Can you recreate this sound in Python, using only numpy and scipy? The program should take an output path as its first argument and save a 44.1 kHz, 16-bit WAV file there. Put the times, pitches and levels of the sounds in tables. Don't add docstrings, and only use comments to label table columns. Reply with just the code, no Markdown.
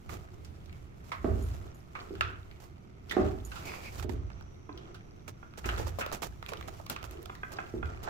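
import sys
import numpy as np
from scipy import signal
from scipy.fft import rfft, irfft, next_fast_len
from scipy.io import wavfile
from scipy.ndimage import uniform_filter1d, map_coordinates

SR = 44100
rng = np.random.default_rng(int(sys.argv[2]) if len(sys.argv) > 2 else 0)


def wav_record(signal):
    frames = np.transpose(np.atleast_2d(signal))
    bounded = np.clip(frames, -1, 1)
    quanta = np.round(bounded * 32767).astype(np.int16)
    wavfile.write(sys.argv[1], SR, quanta)


N = 356769

# frequency in Hz, relative density in dB per Hz.
HUM_SPECTRUM = [(15, -2), (25, -1.5), (118, 1), (266, -10), (368, -8.5), (524, -23.5), (1390, -27),
                (1730, -38), (2090, -27.5), (4990, -45.5), (5880, -45), (8600, -61), (11600, -44.5),
                (15200, -101), (16500, -82)]
# time in seconds, level in dB.
HISS_LEVEL = [(0, -90), (4, -83), (4.4, -73.5), (5.3, -77.5), (6, -76), (8.09, -81)]
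# time in seconds, level in dB.
DRONE_LEVEL = [(0, -73), (.35, -53), (.45, -46), (1.1, -60), (1.3, -57), (2, -62.5), (8.09, -69.5)]
DRONE_HZ = 81.3
# full strength at seconds, level in dB, held for seconds.
FRAME_LOADS = [(.1, -43.5, 0.031), (1.31, -29, 0.023), (1.53, -39, 0.014), (2.19, -39.5, 0.064),
               (3.25, -33, 0.032), (3.55, -43.5, 0.032), (4, -38.5, 0.17), (4.18, -39, 0.083),
               (5.68, -37, 0.18), (6.28, -45, 0.016), (6.6, -45, 0.022), (7.05, -47.5, 0.017),
               (7.78, -40, 0.087), (7.9, -43, 0.0075)]
LOAD_REST_DB, LOAD_RISE, LOAD_FALL = -57, 167, 65
# frequency in Hz, width in Hz, relative level in dB.
FRAME_MODES = [(56.3, 5.7, 4.5), (83, 20.6, 2), (113, 52, -8.5), (36.8, 18, -15.5)]

# full strength at seconds, level in dB, held for seconds.
SOLE_DRAGS = [(.13, -51, 0.008), (1.25, -56.5, 0.42), (1.99, -48.5, 0.012), (2.22, -52.5, 0.046),
              (3.14, -44.5, 0.084), (3.55, -52.5, 0.26), (3.76, -62, 0.028), (4.15, -58, 0.22),
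              (4.75, -56.5, 0.15), (5.69, -42, 0.08), (6.02, -51, 0.038), (6.5, -56, 0.24),
              (6.92, -56, 0.26), (7.54, -48.5, 0.069), (7.86, -50, 0.071), (8.06, -44.5, .03)]
DRAG_REST_DB, DRAG_RISE, DRAG_FALL = -63.5, 290, 86
# frequency in Hz, relative density in dB per Hz.
SCUFF_SPECTRUM = [(180, 0), (300, -13.5), (675, 2.5), (925, -6), (1290, -1), (1600, -10.5), (5150, -24.5),
                  (5830, -23.5), (8000, -27.5), (10400, -119), (17600, -120)]
# time in seconds, level in dB.
SLIDE_LEVEL = [(3.5, -94), (3.62, -56), (3.72, -46), (3.82, -53), (3.92, -57), (4.05, -87)]
# time in seconds, level in dB.
RUSTLE_LEVEL = [(0, -64.5), (.13, -66), (.93, -69.5), (1.46, -54.5), (1.9, -68.5), (2, -59.5), (2.99, -77),
                (3.14, -56.5), (3.43, -61), (3.5, -53), (4, -50.5), (4.06, -80), (5.55, -72.5), (5.7, -53),
                (6.1, -61), (6.36, -66.5), (6.51, -60), (8.08, -65.5)]
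# start in seconds, level in dB, held for seconds.
MIC_BRUSHES = [(0.092, -49, 0.052), (1.039, -62.5, 0.052), (2.6, -56.5, 0.046), (3.109, -45.5, 0.016),
               (3.5553, -73, .028), (3.6516, -49.5, 0.03), (3.9787, -49, 0.028), (4.026, -49, 0.014),
               (4.096, -55, 0.034), (5.2775, -45.5, 0.016), (5.574, -46.5, 0.017), (5.6562, -42, 0.022),
               (5.778, -45.5, .028), (5.8663, -44.5, 0.019), (5.9872, -39, 0.023), (6.124, -37.5, 0.025),
               (6.2191, -36, 0.025), (6.2672, -44, 0.0051), (6.485, -44.5, .012), (6.6766, -46, 0.011),
               (6.8966, -41.5, 0.025), (7.041, -48.5, 0.016), (7.1076, -62, 0.024), (7.217, -62, 0.012),
               (7.518, -45.5, 0.015), (8.029, -47, 0.015)]
BRUSH_PAN_DB = -4
FADE_SHARE = 0.47
# frequency in Hz, relative density in dB per Hz.
CLOTH_SPECTRUM = [(880, 10), (1500, 3.5), (1830, 2), (2310, 0), (3970, -3), (7250, -2.5), (8680, -10),
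                  (15200, -8), (16000, -22), (16500, -31)]

# start in seconds, peak of the low ring in dB, pitch in Hz,
# treble in dB relative to that peak, 60 dB decay in seconds, left over right in dB.
SNAP_BLOWS = [(0.094, -34.5, 1230, -26, 0.028, -6), (0.448, -48.5, 4600, 4, 0.065, -1),
              (0.659, -54, 3670, 5, 0.034, -2), (0.695, -44.5, 2260, -18, 0.02, 4),
              (0.728, -43, 2230, -4, .02, 0), (1.118, -23.5, 1110, -28.5, 0.12, -3.5),
              (1.952, -29.5, 1200, -36, 0.083, -3.5), (2.153, -36.5, 1460, -13, 0.032, -2),
              (2.209, -11.5, 1385, -20.5, 0.022, 0.5), (2.513, -40, 2250, -22, 0.014, 2),
              (3.096, -37, 3200, -5, .1, 2), (3.111, -24, 1920, -17, 0.057, -5),
              (3.122, -25, 1840, -26, 0.032, -4), (3.517, -34.5, 1420, -13, 0.1, -2),
              (3.557, -36.5, 1340, -8, 0.31, -4), (3.697, -39, 900, -35, .012, -3),
              (3.719, -35, 895, -25, .012, 4), (3.738, -31.5, 1030, -25, 0.019, 0),
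              (3.997, -33, 1320, -10, 0.012, -11.5), (4.026, -43, 820, -7, 0.052, -24.5),
              (4.094, -35.5, 960, -9, 0.036, -13.5), (4.302, -45.5, 1290, -24, 0.017, -19),
              (4.41, -41.5, 764, -16, 0.0099, -8), (4.776, -41, 3180, -7, 0.039, 4),
              (4.945, -41.5, 1450, -5, 0.11, -1), (5.28, -52.5, 1250, -17, .0105, -36),
              (5.538, -40, 1320, -18, 0.0091, -1), (5.575, -39.5, 1280, -12, 0.011, -12),
              (5.643, -29, 1320, -34, 0.14, 0), (5.69, -19, 1490, -25, 0.03, -2.5),
              (5.781, -29.5, 1750, -34, 0.0087, 0), (5.797, -24.5, 438, -35, 0.015, 2),
              (5.869, -43.5, 570, -31, 0.013, -31), (5.986, -24, 560, -45, 0.014, 6),
              (6.01, -23.5, 1360, -35, 0.13, 3), (6.063, -28.5, 560, -3, 0.014, -3),
              (6.117, -27, 650, -15, 0.0043, -4), (6.128, -37, 640, -14, 0.016, -13),
              (6.23, -37.5, 1310, -19, 0.0093, -33), (6.266, -48, 664, -11, 0.01, -23),
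              (6.325, -47, 860, -31, .01, -15), (6.427, -29.5, 1080, -20, 0.014, -3.5),
              (6.463, -31.5, 2380, -10, 0.008, -6), (6.490, -31.5, 2550, -19, 0.011, -6),
              (6.519, -30.5, 516, -22, 0.069, -3), (6.535, -27, 1250, -14, .016, -8),
              (6.611, -35, 1170, -15, 0.011, -17), (6.572, -41.5, 3120, 0, .03, -1),
              (6.627, -36, 2260, -11, 0.01, 3), (6.683, -42, 695, -10, 0.039, -18.5),
              (6.799, -38.5, 660, -49, 0.026, -11), (6.865, -36.5, 1160, 0, 0.018, -2),
              (6.899, -28.5, 1410, 9, 0.027, 7), (6.963, -26.5, 1280, -18, 0.025, -4),
              (7.029, -38.5, 664, -2, 0.0055, -18), (7.041, -38.5, 1360, -5, 0.019, -16.5),
              (7.111, -41, 6050, 4, 0.0083, 7), (7.229, -58, 9100, 23, 0.0076, -7),
              (7.258, -37.5, 710, -0.5, 0.019, -7), (7.352, -38, 1870, -3, 0.022, -2),
              (8.036, -47, 3050, 14, 0.023, 3), (8.075, -28.5, 850, -55, 0.11, -7)]
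OPPOSED_DEG, CLOSING_DEG = 116.6, 1.3
# frequency in Hz, 60 dB decay in seconds.
HALL_DECAY = [(100, 0.64), (300, 0.37), (1300, 0.44), (2200, 0.44), (4000, 0.32), (12000, 0.045)]

# start in seconds, peak in dB before the bass is cut, upper knock in dB,
# left over right in dB.
HEEL_FALLS = [(1.2445, -17, -12.5, -5), (1.275, -24, -29, 2), (2.107, -31, -24, -2),
              (3.167, -15, -14.5, -5.5), (3.197, -22.5, -12.5, 2), (4.046, -32.5, -20, -16.5),
              (4.095, -35, -30, -23), (4.69, -39.5, -20, 2), (5.656, -35, -21, -7), (7.739, -26, -22, -2)]
# frequency in Hz, relative level in dB, decay in seconds before damping.
BOARD_MODES = [(252, 18, 0.14), (290, 4.5, 0.15), (334, 4, 0.35), (382, -7.5, 0.59), (620, -10, 0.4),
               (752, -19, 0.59)]

# start in seconds, peak in dB.
METAL_JINGLES = [(1.4216, -46), (1.744, -52.5), (3.45, -36.5)]
# frequency in Hz, relative level in dB, decay in seconds before damping.
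METAL_MODES = [(6860, -9.5, 0.3), (9540, -18, 1), (11670, -19, 0.99), (15160, -32, 0.23)]

# start in seconds, peak in dB, favoured pitch in Hz,
# left over right in dB.
RAIL_TAPS = [(4.692, -35, 1010, -3), (5.428, -38.5, 1300, -7.5), (7.296, -30, 1270, -0.5),
             (7.432, -23.5, 1510, -1.5), (7.586, -24, 1460, -2), (7.828, -27.5, 1350, -7.5)]
# frequency in Hz, relative level in dB.
RAIL_MODES = [(430, 5.5), (755, 5.5), (1045, 3), (1190, 2), (1390, -2.5), (1560, -1.5), (2050, 0.5),
              (2420, -2), (2580, -1.5), (2820, -13.5), (3320, -10)]
FAVOUR_DB_PER_OCT, FAVOUR_MAX_DB = 35, 14
CONTACT_S, RAIL_ATTACK_S = 0.012, 0.003
RAIL_T60_S = 0.03
RAIL_ROOM_DB = -10

# frequency in Hz, likeness from -1 to 1.
PORT_LIKENESS = [(40, 0.65), (90, 0.75), (170, 0.85), (300, 0.35), (600, -0.37), (1200, -0.47),
                 (2500, 0.12), (12000, 0.033)]
# frequency in Hz, left over right in dB.
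PORT_TILT = [(60, -2.5), (240, -3.5), (950, -2.5), (3800, -2.5), (15000, -3.5)]
TOP_HZ = 15900


def amp(db):
    return 10 ** (np.asarray(db) / 20)


def unit(x):
    return x / np.sqrt(np.mean(x ** 2) + 1e-20)


def top(x):
    return x / np.abs(x).max()


def along(points, hz):
    f, v = np.transpose(points)
    return np.interp(np.log(hz + 1), np.log(f + 1), v)


def shape(points):
    return lambda hz: amp(along(points, hz))


def curve(points):
    s, value = np.transpose(points)
    return np.interp(np.arange(N) / SR, s, value)


def swells(rows, rest_db, rise, fall):
    s, db, held = np.transpose(rows)[:, :, None]
    t = np.arange(0, N + 64, 64) / SR
    before = np.clip(s - t, 0, None)
    after = np.clip(t - s - np.abs(held), 0, None)
    each = db - rise * before - fall * after
    power = amp(2 * each).sum(0) + amp(2 * rest_db)
    return np.interp(np.arange(N) / SR, t, 10 * np.log10(power))


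def wobble(rate):
    knots = rng.standard_normal(int(N * rate / SR) + 4)
    return map_coordinates(knots, [np.arange(N) * rate / SR])


def filtered(x, response):
    m = next_fast_len(N + SR // 2)
    return irfft(rfft(x, m) * response(np.fft.rfftfreq(m, 1 / SR)), m)[..., :N]


def peak(hz, centre_hz, width_hz):
    return 1j * hz * width_hz / (centre_hz ** 2 - hz ** 2 + 1j * hz * width_hz)


def diffuse(pair, colour=np.ones_like):
    def mid_side(hz):
        turn = np.arccos(np.clip(along(PORT_LIKENESS, hz), -1, 1)) / 2
        return colour(hz) * [np.cos(turn), np.sin(turn)]

    mid, side = filtered(pair, mid_side)
    return np.array([mid + side, mid - side])


def rush(colour, slips=1):
    return unit(diffuse(slips * rng.standard_normal((2, N)), colour))


def add(track, s, sound, pan_db):
    track[:, round(s * SR):][:, :sound.shape[-1]] += sound * amp([[pan_db / 2], [-pan_db / 2]])


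def ring(modes, t, lift_db, damping, attack, scatter):
    hz, db, t60 = np.transpose(modes)[:, :, None]
    strength, detune = rng.standard_normal((2, len(modes), 1))
    level_db = db + lift_db(hz) + 2 * strength - 60 * t / (t60 * damping)
    tones = amp(level_db) * np.sin(2 * np.pi * hz * (1 + scatter * detune) * t)
    return tones.sum(0) * (1 - np.exp(-t / attack))


def building():
    def frame(hz):
        return sum((-1) ** k * amp(db) * peak(hz, c, w) for k, (c, w, db) in enumerate(FRAME_MODES))

    hiss = amp(curve(HISS_LEVEL)) * rush(lambda hz: peak(hz, 5870, 500) ** 2)
    drone = amp(curve(DRONE_LEVEL)) * rush(lambda hz: peak(hz, DRONE_HZ, 9.3))
    boom = amp(swells(FRAME_LOADS, LOAD_REST_DB, LOAD_RISE, LOAD_FALL)) * rush(frame)
    hum = amp(-51.5 + 0.059 * wobble(24.0)) * rush(shape(HUM_SPECTRUM))
    return boom + hiss + drone + hum


def rubbing():
    scuff_db = swells(SOLE_DRAGS, DRAG_REST_DB, DRAG_RISE, DRAG_FALL)
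    strokes = np.tile(amp(curve(RUSTLE_LEVEL) + 2.5 * wobble(25)), (2, 1))
    t = np.arange(SR // 4) / SR
    for s, db, held in MIC_BRUSHES:
        fade = np.exp(-np.clip(t - held, 0, 1) / (FADE_SHARE * held))
        stroke = amp(db) * np.clip(t / 0.0013, 0, 1) * fade
        add(strokes, s, stroke[:N - round(s * SR)], BRUSH_PAN_DB)
    grit = wobble(400)
    whistle = rush(lambda hz: peak(hz, 2350, 480) ** 2 + 0.2 * peak(hz, 4700, 900) ** 2)
    slide = amp(curve(SLIDE_LEVEL) + 3.5 * wobble(25)) * whistle
    soles = amp(scuff_db + 0.54 * wobble(18)) * rush(shape(SCUFF_SPECTRUM), amp(2.8 * grit))
    boards = amp(scuff_db - 4.5 + 3.7 * wobble(13)) * rush(lambda hz: peak(hz, 369, 147) ** 2)
    cloth = strokes * rush(shape(CLOTH_SPECTRUM), amp(2.0 * grit))
    return soles + boards + crumbs(scuff_db - 4.5, count=1800) + cloth + slide


def crumbs(level_db, count):
    where, size, pitch, side = rng.random((count, 4)).T
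    t = np.arange(128) / SR
    hz = (900 * 6.5 ** pitch)[:, None]
    start = (where * (N - len(t))).astype(int)
    strength = amp(level_db[start] - 6.5 * np.log(size + 0.028))[:, None]
    grain = strength * np.sin(2 * np.pi * hz * t) * np.exp(-t * hz / 4.1)
    at = (start[:, None] + np.arange(len(t))).ravel()
    shares = (1 - side / 2, -0.5 - side / 2)
    return np.array([np.bincount(at, (grain * share[:, None]).ravel(), N) for share in shares])


def snaps():
    track, feed = np.zeros((2, N + SR)), np.zeros((2, N + SR))
    t = np.arange(4096) / SR
    f = np.fft.rfftfreq(len(t), 1 / SR)
    for s, db, hz, treble_db, t60, pan_db in SNAP_BLOWS:
        turn = np.radians(OPPOSED_DEG - CLOSING_DEG * np.log2(100 * t60)) / 2
        mid, side = rng.standard_normal((2, len(t))) * [[np.cos(turn)], [np.sin(turn)]]
        burst = np.array([mid + side, mid - side]) * (1 - np.exp(-t / (0.0049 * t60)))
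        hard_contact = 6 * np.exp([[1j * turn], [-1j * turn]])
        blow = rfft(burst * amp(-60 * t / max(t60, 0.003))) + hard_contact
        modes = peak(f, hz, 0.2 * hz) - 0.35 * peak(f, 0.48 * hz, 0.2 * hz) - 0.7 * peak(f, 1.9 * hz, 0.3 * hz)
        low_ring = irfft(blow * modes * peak(f, hz, 1.4 * hz))
        crack = irfft(blow * peak(f, 2760, 3950) ** 2)
        tick = irfft(rfft(burst * amp(-60 * t / 0.0045)) * peak(f, 12900, 11000) ** 2)
        body = top(low_ring) + amp(0.49 * treble_db + 2) * top(crack)
        add(track, s, amp(db) * (body + amp(treble_db) * top(tick)), pan_db)
        clean_ring = top(irfft(modes * peak(f, hz, 0.74 * hz)))
        clean_crack = top(irfft(peak(f, 3470, 2800) ** 2))
        clean = clean_ring + amp(0.42 * treble_db + 2.0) * clean_crack
        match = np.linalg.norm(body[0]) / np.linalg.norm(clean)
        add(feed, s, clean * match * amp(db - 0.064 * treble_db - 10.0), 0)
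    return track[:, :N], feed[0, :N]


def hall(x):
    wet, step = np.zeros((2, N + 2 * SR)), SR // 3
    for start in range(0, N, step):
        hz, t, z = signal.stft(rng.standard_normal((2, SR * 3 // 4)), SR, nperseg=256)
        decay = amp(-60 * t / along(HALL_DECAY, hz)[:, None])
        tail = signal.istft(z * decay, SR, nperseg=256)[1]
        tail = tail / np.linalg.norm(tail[0])
        part = signal.fftconvolve(x[None, start:start + step], tail, axes=1)
        wet[:, start + 200:][:, :part.shape[1]] += part
    return diffuse(wet[:, :N], lambda hz: 1 + 0.49 * np.abs(peak(hz, 1276, 260)) ** 2)


def heels():
    track, t = np.zeros((2, N + SR)), np.arange(SR // 4) / SR
    for s, db, knock_db, pan_db in HEEL_FALLS:
        excitation = 0.016 * rng.standard_normal(len(t)) * amp(-60 * t / 0.49)
        excitation[0] = 1
        wood = ring(BOARD_MODES, t, lambda hz: (knock_db + 27.0) * (hz > 500),
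                    damping=0.049, attack=0.0029, scatter=0.025)
        clack = amp(knock_db + 7.5 - 60 * t / 0.0066) * np.sin(2 * np.pi * 1150 * t)
        add(track, s, amp(db) * top(signal.fftconvolve(excitation, wood + clack)), pan_db)
    return filtered(track[:, :N], lambda hz: (hz ** 2 / (hz ** 2 - 235 ** 2 - 1j * hz * 250)) ** 2)


def jingles():
    track, t = np.zeros((2, N + SR)), np.arange(SR // 4) / SR
    for s, db in METAL_JINGLES:
        tones = ring(METAL_MODES, t, np.zeros_like, damping=0.28, attack=0.0005, scatter=0.002)
        rattle = 0.25 + 0.75 * unit(uniform_filter1d(rng.standard_normal(len(t)), size=90))
        add(track, s, amp(db) * top(tones * rattle), -3)
    return track[:, :N]


def taps():
    track, t = np.zeros((2, N + SR)), np.arange(SR // 10) / SR
    modes = [(hz, db, RAIL_T60_S) for hz, db in RAIL_MODES]
    port_phase = np.exp(0.5j * np.radians([[OPPOSED_DEG], [-OPPOSED_DEG]]))
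    for s, db, favoured_hz, pan_db in RAIL_TAPS:
        def lift(hz):
            return -np.minimum(FAVOUR_DB_PER_OCT * np.abs(np.log2(hz / favoured_hz)), FAVOUR_MAX_DB)

        contact = 0.05 * rng.standard_normal(len(t)) * amp(-60 * t / CONTACT_S)
        contact[0] = 1
        rail = ring(modes, t, lift, damping=0.7, attack=RAIL_ATTACK_S, scatter=0.01)
        wood = signal.hilbert(signal.fftconvolve(contact, rail))
        add(track, s, amp(db) * top(np.real(wood * port_phase)), pan_db)
    return track[:, :N]


def scene():
    thuds, knocks, (clicks, snap_feed) = heels(), taps(), snaps()
    room_feed = amp(-1.0) * thuds.mean(0) + amp(RAIL_ROOM_DB) * knocks[1] + snap_feed
    return thuds + knocks + clicks + jingles() + hall(room_feed) + rubbing() + building()


def record(dry):
    def ports(hz):
        return amp(np.array([[0.5], [-0.5]]) * along(PORT_TILT, hz)) * (hz < TOP_HZ)

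    return filtered(dry, ports)


dry = scene()
out = record(dry)
wav_record(out)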